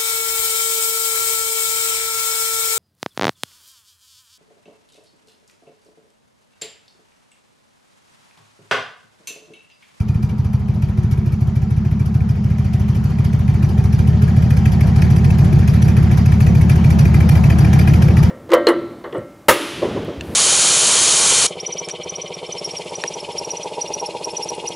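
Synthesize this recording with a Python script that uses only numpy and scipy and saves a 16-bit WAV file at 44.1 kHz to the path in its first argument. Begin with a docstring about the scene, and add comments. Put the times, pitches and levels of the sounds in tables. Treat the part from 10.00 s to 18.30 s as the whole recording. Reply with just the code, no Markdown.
"""Low, uneven thumps come first: a large V-twin motorcycle idling across a showroom. Each firing
thumps in the exhaust, booms on in pipes and walls, and closes a valve with a tick and a knock; the
rear cylinder sometimes burns weakly and pops late. A two-port stereo microphone is walked up to the
engine, pipes to its left, and the growl of gas, the whir of gears and chain and a thin whine grow."""
import sys
import numpy as np
from scipy import signal
from scipy.fft import rfft, irfft, next_fast_len
from scipy.io import wavfile
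from scipy.ndimage import uniform_filter1d, minimum_filter1d, map_coordinates

SR = 44100
rng = np.random.default_rng(int(sys.argv[2]) if len(sys.argv) > 2 else 0)


def output_pcm(signal):
    """Save a mono or channel-first signal as 16-bit PCM at the path in sys.argv[1].

    Samples are clipped to [-1, 1] before scaling.
    """
    pcm = np.clip(np.atleast_2d(signal).T, -1, 1) * 32767
    wavfile.write(sys.argv[1], SR, np.round(pcm).astype(np.int16))


N = 366030
SIZE = next_fast_len(N + SR)
HZ = np.fft.rfftfreq(SIZE, 1 / SR)
IDLE_RPM = 816.05


def amp(db):
    return 10 ** (np.asarray(db) / 20)


def unit(x):
    return x / np.sqrt(np.mean(x ** 2) + 1e-20)


def spectrum(points, column=1):
    """One column of a table, spread over log frequency."""
    cols = np.transpose(points)
    return np.interp(np.log(HZ + 1), np.log(cols[0] + 1), cols[column])


def curves(rows):
    """One value per sample for each column after the time."""
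    times, *cols = np.transpose(rows)
    return [np.interp(np.arange(N) / SR, times, c) for c in cols]


def filtered(x, response):
    return irfft(rfft(x, SIZE) * response, SIZE)[..., :N]


def resonance(hz, width_hz):
    return 1j * HZ * width_hz / (hz * hz - HZ * HZ + 1j * HZ * width_hz)


def pulses(times, size):
    """An impulse of each size at each time."""
    at = np.round(np.asarray(times) * SR).astype(int)
    return np.bincount(at[at < N], np.broadcast_to(size, at.shape)[at < N], N)


def bursts(times, db, rise, t60):
    """An envelope that swells to each time and dies after it."""
    t = np.arange(SR // 4) / SR
    attack = np.sin(np.pi / 2 * np.clip(t / rise, 0, 1)) ** 2
    decay = amp(-60 * np.maximum(t - rise, 0) / t60)
    return signal.fftconvolve(pulses(np.maximum(times - rise, 0), amp(db)), attack * decay)[:N]


def patchy(x, *layers, window=256):
    """Make x flicker in random patches; a layer is (depth/dB, bins, frames)."""
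    z = signal.stft(x, nperseg=window)[2]
    for depth_db, bins, frames in layers:
        field = uniform_filter1d(rng.standard_normal(z.shape[1:]), bins, axis=0)
        z = z * amp(depth_db * unit(uniform_filter1d(field, frames, axis=1)))
    return signal.istft(z, nperseg=window)[1][:, :N]


# The walk up to the engine: t/s, then base level/dB of whir, growl, front thump, tick, knock
WALK = [(0, -39.5, -40, -6, -54.5, -47.5), (1, -37.5, -40, -6.5, -55, -47.5),
        (2, -37, -41, -5, -54.5, -45.5), (3, -33.5, -38, -5.5, -51.5, -44), (4, -31.5, -36, -2, -47, -38.5),
        (5, -28, -31.5, 2, -45, -33), (6, -28, -32.5, -1, -43, -33), (7, -26.5, -29, 1, -40.5, -27),
        (7.7, -25, -27, 0, -40, -27), (8.3, -26, -27.5, 2, -45, -29.5)]
# The idle hunts: t/s, crank's lag behind a steady idle/ms
CRANK_LAG = [(-.06, -10.5), (.09, 1.5), (.23, -3), (.39, 6), (.69, 11.5), (.83, 3.5), (.98, 8.5),
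             (1.12, 0.5), (1.41, 2), (1.71, 4.5), (2.0, 1.5), (2.3, 1.5), (2.45, 5), (2.59, 0.2), (2.89, 8),
             (3.04, 16), (3.33, 11.5), (3.63, 14.5), (3.93, 21.5), (4.37, 16.5), (4.51, 10), (4.96, 25.5),
             (5.53, 3.5), (5.68, 6), (5.83, 3), (6.99, -5.5), (7.15, 1), (7.59, 4.5), (7.88, -2)]
# Firings that stand out: t/s, extra level/dB of thump, tick, knock
ODD_FIRINGS = [(.23, 1, 3, -0.5), (.53, 0.5, 1, -1), (.30, -16, -1.5, 1), (.39, 0, -1, -6),
               (.60, -6, -5, -7), (.75, -7, -1, -6), (.83, 1, 5, 1.5), (1.12, 1, 5, 2.5),
               (1.47, 1, -0.5, -17.5), (2.06, -1.5, 2, -7), (2.21, 0, -2.5, 5.5), (2.35, -11, -5, 0),
               (2.95, -7, 4, 4), (3.11, -3.5, -3, 1.5), (3.25, -1.5, 4, 6.5), (3.70, -8, -1.5, -25),
               (4.08, 1.5, -0.5, -8), (4.14, -4.5, -13, -15), (4.28, -8, -4, 3), (4.73, -9, -0.5, -1),
               (4.81, -0.5, 5, 6.5), (4.88, -5.5, -1, -6), (5.03, 0, 3, 5.5), (5.17, -1.5, 1.5, -4),
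               (5.45, 0, -0.5, -5.5), (5.74, -0.5, -1, 4), (5.83, 6.5, 4.5, 2.5), (5.89, -4.5, -1, 1),
               (6.11, -2.5, -1, 1.5), (6.18, -3.5, 0, -2.5), (6.26, 4.5, 2, -0.5), (6.41, 0, 1, 0.5),
               (6.47, 0.5, 1.5, 3.5), (6.56, 2.5, 0.5, -4), (6.70, 0.5, 1.5, 1), (6.76, 1, 1, -6),
               (7.0, -2, 2, -3.5), (7.21, 2, 0, 3), (7.65, 1, 0, 0.5), (7.88, -0.5, 1.5, 6.5),
               (7.94, 1.5, 3.5, 2), (8.03, 1, 3.5, 1), (8.17, -1.5, 3, 2), (4.51, 2.5, 3.5, 5.5),
               (4.66, 0, 0.5, 6.5), (3.19, 1.5, -2, 4.5), (3.48, 0.5, -3, 4), (7.06, 0, -1.5, -1.5),
               (7.29, 4.5, 6, 2.5), (7.51, 1, 0.5, 1.5), (7.80, -1, 3.5, 5), (8.24, -1, 5, 1)]
def firings(rear_share=0.418, rear_db=(-2.5, -2, -1.5), scatter_db=(0.6, 1.4, 1.6)):
    """Rear and front cylinders fire in turn at uneven gaps: times, then thump, tick and knock dB."""
    cycle_s = 120 / IDLE_RPM  # two turns of the crank
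    steady = 0.0881 + np.arange(-1, N / SR / cycle_s) * cycle_s
    front = steady + np.interp(steady, *np.transpose(CRANK_LAG)) / 1000
    rear = front[:-1] + rear_share * np.diff(front)
    times = np.ravel([rear, front[1:]], order="F")
    times = np.maximum(times[times < N / SR], 0)
    walk = np.transpose(WALK)
    db = np.transpose([np.interp(times, walk[0], c) for c in walk[-3:]])
    db += rng.standard_normal(db.shape) * scatter_db
    db[::2] += rear_db
    for when, *extra_db in ODD_FIRINGS:
        db[np.argmin(abs(times - when))] += extra_db
    return times, *db.T


# Microphone position: t/s, nearness (0 far off, 1 beside the engine)
NEARNESS = [(0, 0.25), (2, 0.57), (4, 0.81), (5, 0.95), (6, 0.94), (7, 1)]
# Booms of the rear pipe, then the front: delay/ms, f/Hz, width/Hz, drive far/dB, drive near/dB
PIPE_BOOMS = ([(6.06, 86, 47, 31.5, 40.5), (11.88, 124.7, 30, 33, 42.5), (20.6, 62, 17.4, 35, 29),
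               (17.5, 80.3, 4, -3, 34), (24.65, 184.4, 43.3, 22, 41), (28.55, 74.9, 11.4, 16, 48),
               (29.55, 208, 17, 40, 47.5), (31.6, 89.8, 12, 0, 43.5), (40.1, 81.6, 26, 8.5, 39.5),
               (45.84, 160.6, 43, 20.5, 44.5), (60.26, 117.1, 37.4, 30, 46.5), (79.58, 58, 74, 13, 42.5)],
               [(2.1, 194.7, 49, 18, 36.5), (13.7, 48, 21, 31, 26.5), (15.1, 98, 136, 23, 38),
               (17.43, 159, 90, 31, 27), (22.33, 138, 27, -28, 45.5), (23, 202.1, 17.7, 33.5, 34),
               (25.2, 157.7, 42, -8, 43.5), (29, 99.2, 61, 33.5, 33.5), (41.13, 143.5, 44, 32, 42.5),
               (42.2, 79.4, 38, 21, 44.5), (43.18, 121.6, 86, 17.5, 42.5), (42.2, 155.6, 17.7, 30.5, 29.5),
               (50.6, 176, 17, 12.5, 44), (60.36, 78, 31, 36, 32.5), (85.4, 123.4, 41, 32.5, 42.5),
               (94.1, 194, 20, 35, 33), (94.3, 144.3, 21, 20.5, 40.5)])
def exhaust():
    """The blow-down thump leaves the muffler just after the valve event; booms follow at set delays."""
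    times, thump_db = firings()[:2]
    muffler = resonance(125, 121) ** 2 / (1 + 1j * HZ / 77) ** 2
    out = filtered(pulses(times + 0.00553, amp(thump_db + 59)), muffler)
    # what the rear cylinder left unburnt pops further down the pipe
    unburnt = np.maximum(amp(np.roll(thump_db, -1)) - amp(thump_db), 0)[:-1:2]
    out += filtered(pulses(times[:-1:2] + 0.034, unburnt * amp(32)), resonance(167, 130) ** 2)
    for cylinder, pipe in enumerate(PIPE_BOOMS):
        fired = times[cylinder::2]
        near = np.interp(fired, *np.transpose(NEARNESS))
        for ms, hz, width_hz, far_db, near_db in pipe:
            db = far_db + (near_db - far_db) * near + rng.standard_normal(len(fired))
            out += filtered(pulses(fired + ms / 1000, amp(db)), resonance(hz, width_hz) ** 2)
    return filtered(out, 1 / np.sqrt(1 + (HZ / 245) ** 8))  # the packing soaks up the upper bass


def showroom(x, t60, width):
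    """The walls return a diffuse low tail, new every third of a second as the microphone moves."""
    out, step, t = np.zeros((2, N + SR)), SR // 3, np.arange(SR // 2) / SR
    for start in range(0, N, step):
        mid, side = rng.standard_normal((2, len(t))) * amp(-60 * t / t60) * (t > 0.02)
        tails = np.array([mid + width * side, mid - width * side]) / np.linalg.norm(mid)
        wet = signal.fftconvolve(x[None, start:start + step], tails, axes=1)
        out[:, start:start + wet.shape[1]] += wet
    return filtered(out[:, :N], resonance(155, 460))


# Upper pipe resonances: f/Hz, width/Hz, relative level far/dB, near/dB
PIPE_MODES = [(279, 25, -3, -3), (314, 23.5, -5.5, 1.5), (401.5, 21.3, -8, -2.5), (486, 46, -8, -5.5),
              (594, 108, -18.5, -7.5), (764, 76, -5, -3.5), (962, 136, -5.5, -9), (1320, 104, -4, -12.5)]
# The strongest one comes and goes along the walk: t/s, relative level/dB
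PIPE_HUM = [(0, 0), (.75, -5), (.85, 4), (2.1, 3.5), (2.5, -3), (3.9, 4.5), (4.7, -0.5), (5, 4), (7.7, 0),
            (8.3, -4)]
def growl():
    """Turbulent gas sounds the pipe resonances, each waxing and waning, a little more at each firing."""
    swell = unit(1 + bursts(firings()[0] + 0.0043, -4, rise=0.017, t60=0.15))
    gas = rng.standard_normal((2, N))
    lead = np.exp(1j * np.outer([1, -1], 0.44 * HZ / (HZ + 350)))  # the pipes lie to the left
    gas = filtered(gas + 1.7 * gas.sum(axis=0), resonance(380, 540) * lead)
    far = near = 0
    for k, (hz, width_hz, far_db, near_db) in enumerate(PIPE_MODES):
        mode = (-1) ** k * filtered(gas, resonance(hz, width_hz))
        far += amp(far_db) * mode
        near += amp(near_db) * mode
    hum = amp(curves(PIPE_HUM)[0]) * filtered(gas, resonance(357.2, 19.6))
    pipes = far + curves(NEARNESS)[0] * (near - far) + hum
    pipes = unit(patchy(pipes, (2.5, 2, 8), window=2048))
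    return amp(curves(WALK)[1]) * pipes * swell * amp([[0.6], [-0.6]])


# The left port hears more, or sooner: f/Hz, share of mid in side, its lead/rad
PORT_LEAN = [(300, 0.98, 2.3), (700, 0.78, 0.5), (1200, 0.6, -0.15), (1600, .3, 1.5), (2300, 0.41, 1.5),
             (4400, 0.61, -0.7), (6500, .3, -1), (7500, 0.29, -2)]
def port_noise(spectra, side_db):
    """Noise at the microphone's two ports, from a mid and a side spectrum."""
    common, apart = rfft(rng.standard_normal((2, N)), SIZE)
    share = np.clip(spectrum(PORT_LEAN), 0, 1)
    lean = share * np.exp(1j * spectrum(PORT_LEAN, column=2))
    difference = lean * common + np.sqrt(1 - share ** 2) * apart
    mid = irfft(common * amp(spectrum(spectra[0])), SIZE)[:N]
    side = irfft(difference * amp(spectrum(spectra[1]) + side_db), SIZE)[:N]
    return np.array([mid + side, mid - side]) / np.std(mid)


# Cooling fin modes: f/Hz, width/Hz, level/dB
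FIN_MODES = [(2330, 160, -3.5), (3133, 41, 1.5), (4360, 160, -12), (5020, 290, -11), (5900, 71, -11.5)]
def fins():
    """The cooling fins add their ring to whatever shakes them."""
    return 1 + sum(amp(db) * resonance(hz, width_hz) for hz, width_hz, db in FIN_MODES)


# Tick colour at the microphone, mid then side: f/Hz, relative level/dB
TICK_SPECTRA = ([(1650, -42), (2800, -2.5), (3140, -4), (3380, -4.5), (4260, -7), (5860, -3), (7270, -10),
                 (7990, -30), (9930, -8), (11600, -6.5), (13100, -11.5), (14600, -34.5), (15800, -42)],
                 [(590, -56), (1000, -1), (1180, -20.5), (1380, 0.5), (2140, -22.5), (3030, -15),
                 (3770, -28.5), (5030, -21.5), (6340, -27.5), (8360, -11), (11500, -35.5), (14400, -24.5),
                 (15800, -18)])
def valve_ticks(times, db, force):
    """A valve lands with a gritty tick: a bright burst, a short snap and a soft tail."""
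    snap_db = db - 10 + 2.5 * rng.standard_normal(len(times))
    envelope = bursts(times - 0.004, db - 1 + 1.5 * force, rise=0.005, t60=0.1)
    envelope += bursts(times + 0.00086, snap_db, rise=0.0037, t60=0.017)
    envelope += bursts(times + 0.0032, db - 13, rise=0.019, t60=0.33)
    grit = unit(amp(0.87 * unit(uniform_filter1d(rng.standard_normal(N), size=50))))
    hiss = patchy(port_noise(TICK_SPECTRA, side_db=12), (3, 4, 4))
    return filtered(envelope * grit * hiss * amp(3.5), fins())


def struck_metal(modes, times, db, spread_db, rough):
    """Each blow chatters and rings the modes at new strengths, unequally at the two ports."""
    t, out = np.arange(SR // 10) / SR, np.zeros((2, N + SR))
    hz, level_db, t60 = np.transpose(modes)[..., None]
    attack = 1 - np.exp(-t / 0.0019)
    for when, peak_db in zip(times, db):
        size, detune, lead = rng.standard_normal((3, len(modes), 1)).clip(-1.8, 1.8)
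        share_db = spread_db * size
        share_db -= 10 * np.log10(np.mean(amp(2 * share_db)))  # the blow's energy is shared out
        chatter = 1 + rough * uniform_filter1d(rng.standard_normal((len(modes), len(t))), size=60)
        rings = amp(peak_db + level_db + share_db - 60 * t / t60) * attack * chatter
        phase = 2 * np.pi * (hz * (1 + 0.0237 * detune) * t + 3 * lead)
        blow = [np.sum(rings * np.sin(phase + side * 0.53 * lead), axis=0) for side in (1, -1)]
        start = max(round(when * SR), 0)
        out[:, start:start + len(t)] += blow
    return out[:, :N] * amp([[1.1], [-1.1]])


# Modes of the engine casing, a thin cover and the valve gear: f/Hz, relative level/dB, t60/s
CASING_MODES = [(1315, -4.5, 0.037), (1647, 0, 0.043), (1850, 0.5, 0.037), (2033, -4, 0.062),
                (2273, 0, 0.041), (2490, 3.5, 0.034), (3230, -16.5, 0.02), (4780, -19.5, 0.026)]
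COVER_MODES = [(2340, 0, .12)]
VALVE_GEAR_MODES = [(4637, -0.5, 0.076), (5080, 2, 0.023), (5770, 0, 0.05)]
def valve_knocks(times, knock_db, tick_db, force):
    """A valve knocks the casing and rings the cover; its gear pings and strikes a weaker blow."""
    knock = struck_metal(CASING_MODES, times - 0.005, knock_db + 2.5, spread_db=4, rough=1.6)
    knock += struck_metal(CASING_MODES, times + 0.017, knock_db - 6, spread_db=4, rough=2.7)
    near = np.interp(times, *np.transpose(NEARNESS))
    cover_db = knock_db + 9.5 - 14.5 * near + 2 * force  # faces away from the close microphone
    cover = struck_metal(COVER_MODES, times - 0.004, cover_db, spread_db=1, rough=2)
    ping = struck_metal(VALVE_GEAR_MODES, times + 0.012, tick_db + 6.5, spread_db=4, rough=1)
    return knock + cover + ping


def valves():
    """Each firing closes a valve, now harder, now softer."""
    times, _, tick_db, knock_db = firings()
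    force = rng.standard_normal(len(times))
    return valve_ticks(times, tick_db, force) + valve_knocks(times, knock_db, tick_db, force)


# Whir colour at the microphone, mid then side: f/Hz, relative level/dB
WHIR_SPECTRA = ([(240, -28), (400, -11), (561, -7.5), (751, -6.5), (1480, -12), (1800, -11), (3440, -21.5),
                 (5810, -24), (7310, -29.5), (7770, -48.5), (8400, -65), (9500, -32.5), (12000, -60.5),
                 (13300, -55.5), (15800, -94)], [(88, -56), (150, 19), (297, -5.5), (770, -9),
                 (1160, -12.5), (1380, -10), (3010, -21), (3520, -30), (5100, -25.5), (6310, -32.5),
                 (8460, -26.5), (10300, -43), (11500, -94.5), (13000, -61.5), (15800, -63)])
def whir():
    """Gears and chain rattle in short patches; the colour drifts slowly as the microphone moves."""
    swell = 1 + bursts(firings()[0] + 0.013, -7.5, rise=0.014, t60=0.19)
    rattle = filtered(port_noise(WHIR_SPECTRA, side_db=-1.5), (1 + fins()) / 2) * swell
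    return amp(curves(WALK)[0]) * unit(patchy(rattle, (2.1, 3, 6), (1, 2, 90)))


# Whine along the walk: t/s, level/dB at the tooth rate, level/dB an octave up
WHINE_LEVELS = [(0, -52, -58), (2, -47.5, -57.5), (3.3, -41, -55), (4.3, -39.5, -45), (5.3, -38, -40.5),
                (6.3, -41, -52.5), (8.3, -42, -50)]
def whine(teeth=28, waver_hz=14):
    """A thin whine, likely gear teeth, wavers in pitch and flutters in strength."""
    knots = rng.standard_normal((3, int(N / SR * waver_hz) + 4))
    waver, *flutter = [map_coordinates(k, [np.arange(N) / SR * waver_hz]) for k in knots]
    tooth_hz = teeth * IDLE_RPM / 60 * (1 + 0.03 * waver)
    phase = 2 * np.pi * np.cumsum(tooth_hz) / SR
    levels = curves(WHINE_LEVELS)
    tone = sum(amp(db + 2.8 * flutter[k]) * np.sin((k + 1) * phase) for k, db in enumerate(levels))
    return tone * amp([[1.5], [-1.5]])


def scene():
    """The engine heard direct, with the walls answering its exhaust."""
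    pipes = exhaust()
    walls = amp(-15) * showroom(pipes, t60=0.45, width=0.4)
    return pipes + walls + growl() + valves() + whir() + whine()


def record(dry, low_hz=16, top_hz=15920, ceiling=0.93):
    """The capsule sheds the deepest bass, a fast limiter ducks the loudest thumps, the top is cut."""
    dry = filtered(dry, HZ ** 2 / (HZ ** 2 + low_hz ** 2))
    needed = np.minimum(1, ceiling / (np.abs(dry).max(axis=0) + 1e-9))
    gain = uniform_filter1d(minimum_filter1d(needed, size=441), size=441)
    return filtered(dry * gain, HZ < top_hz)


dry = scene()
out = record(dry)
output_pcm(out)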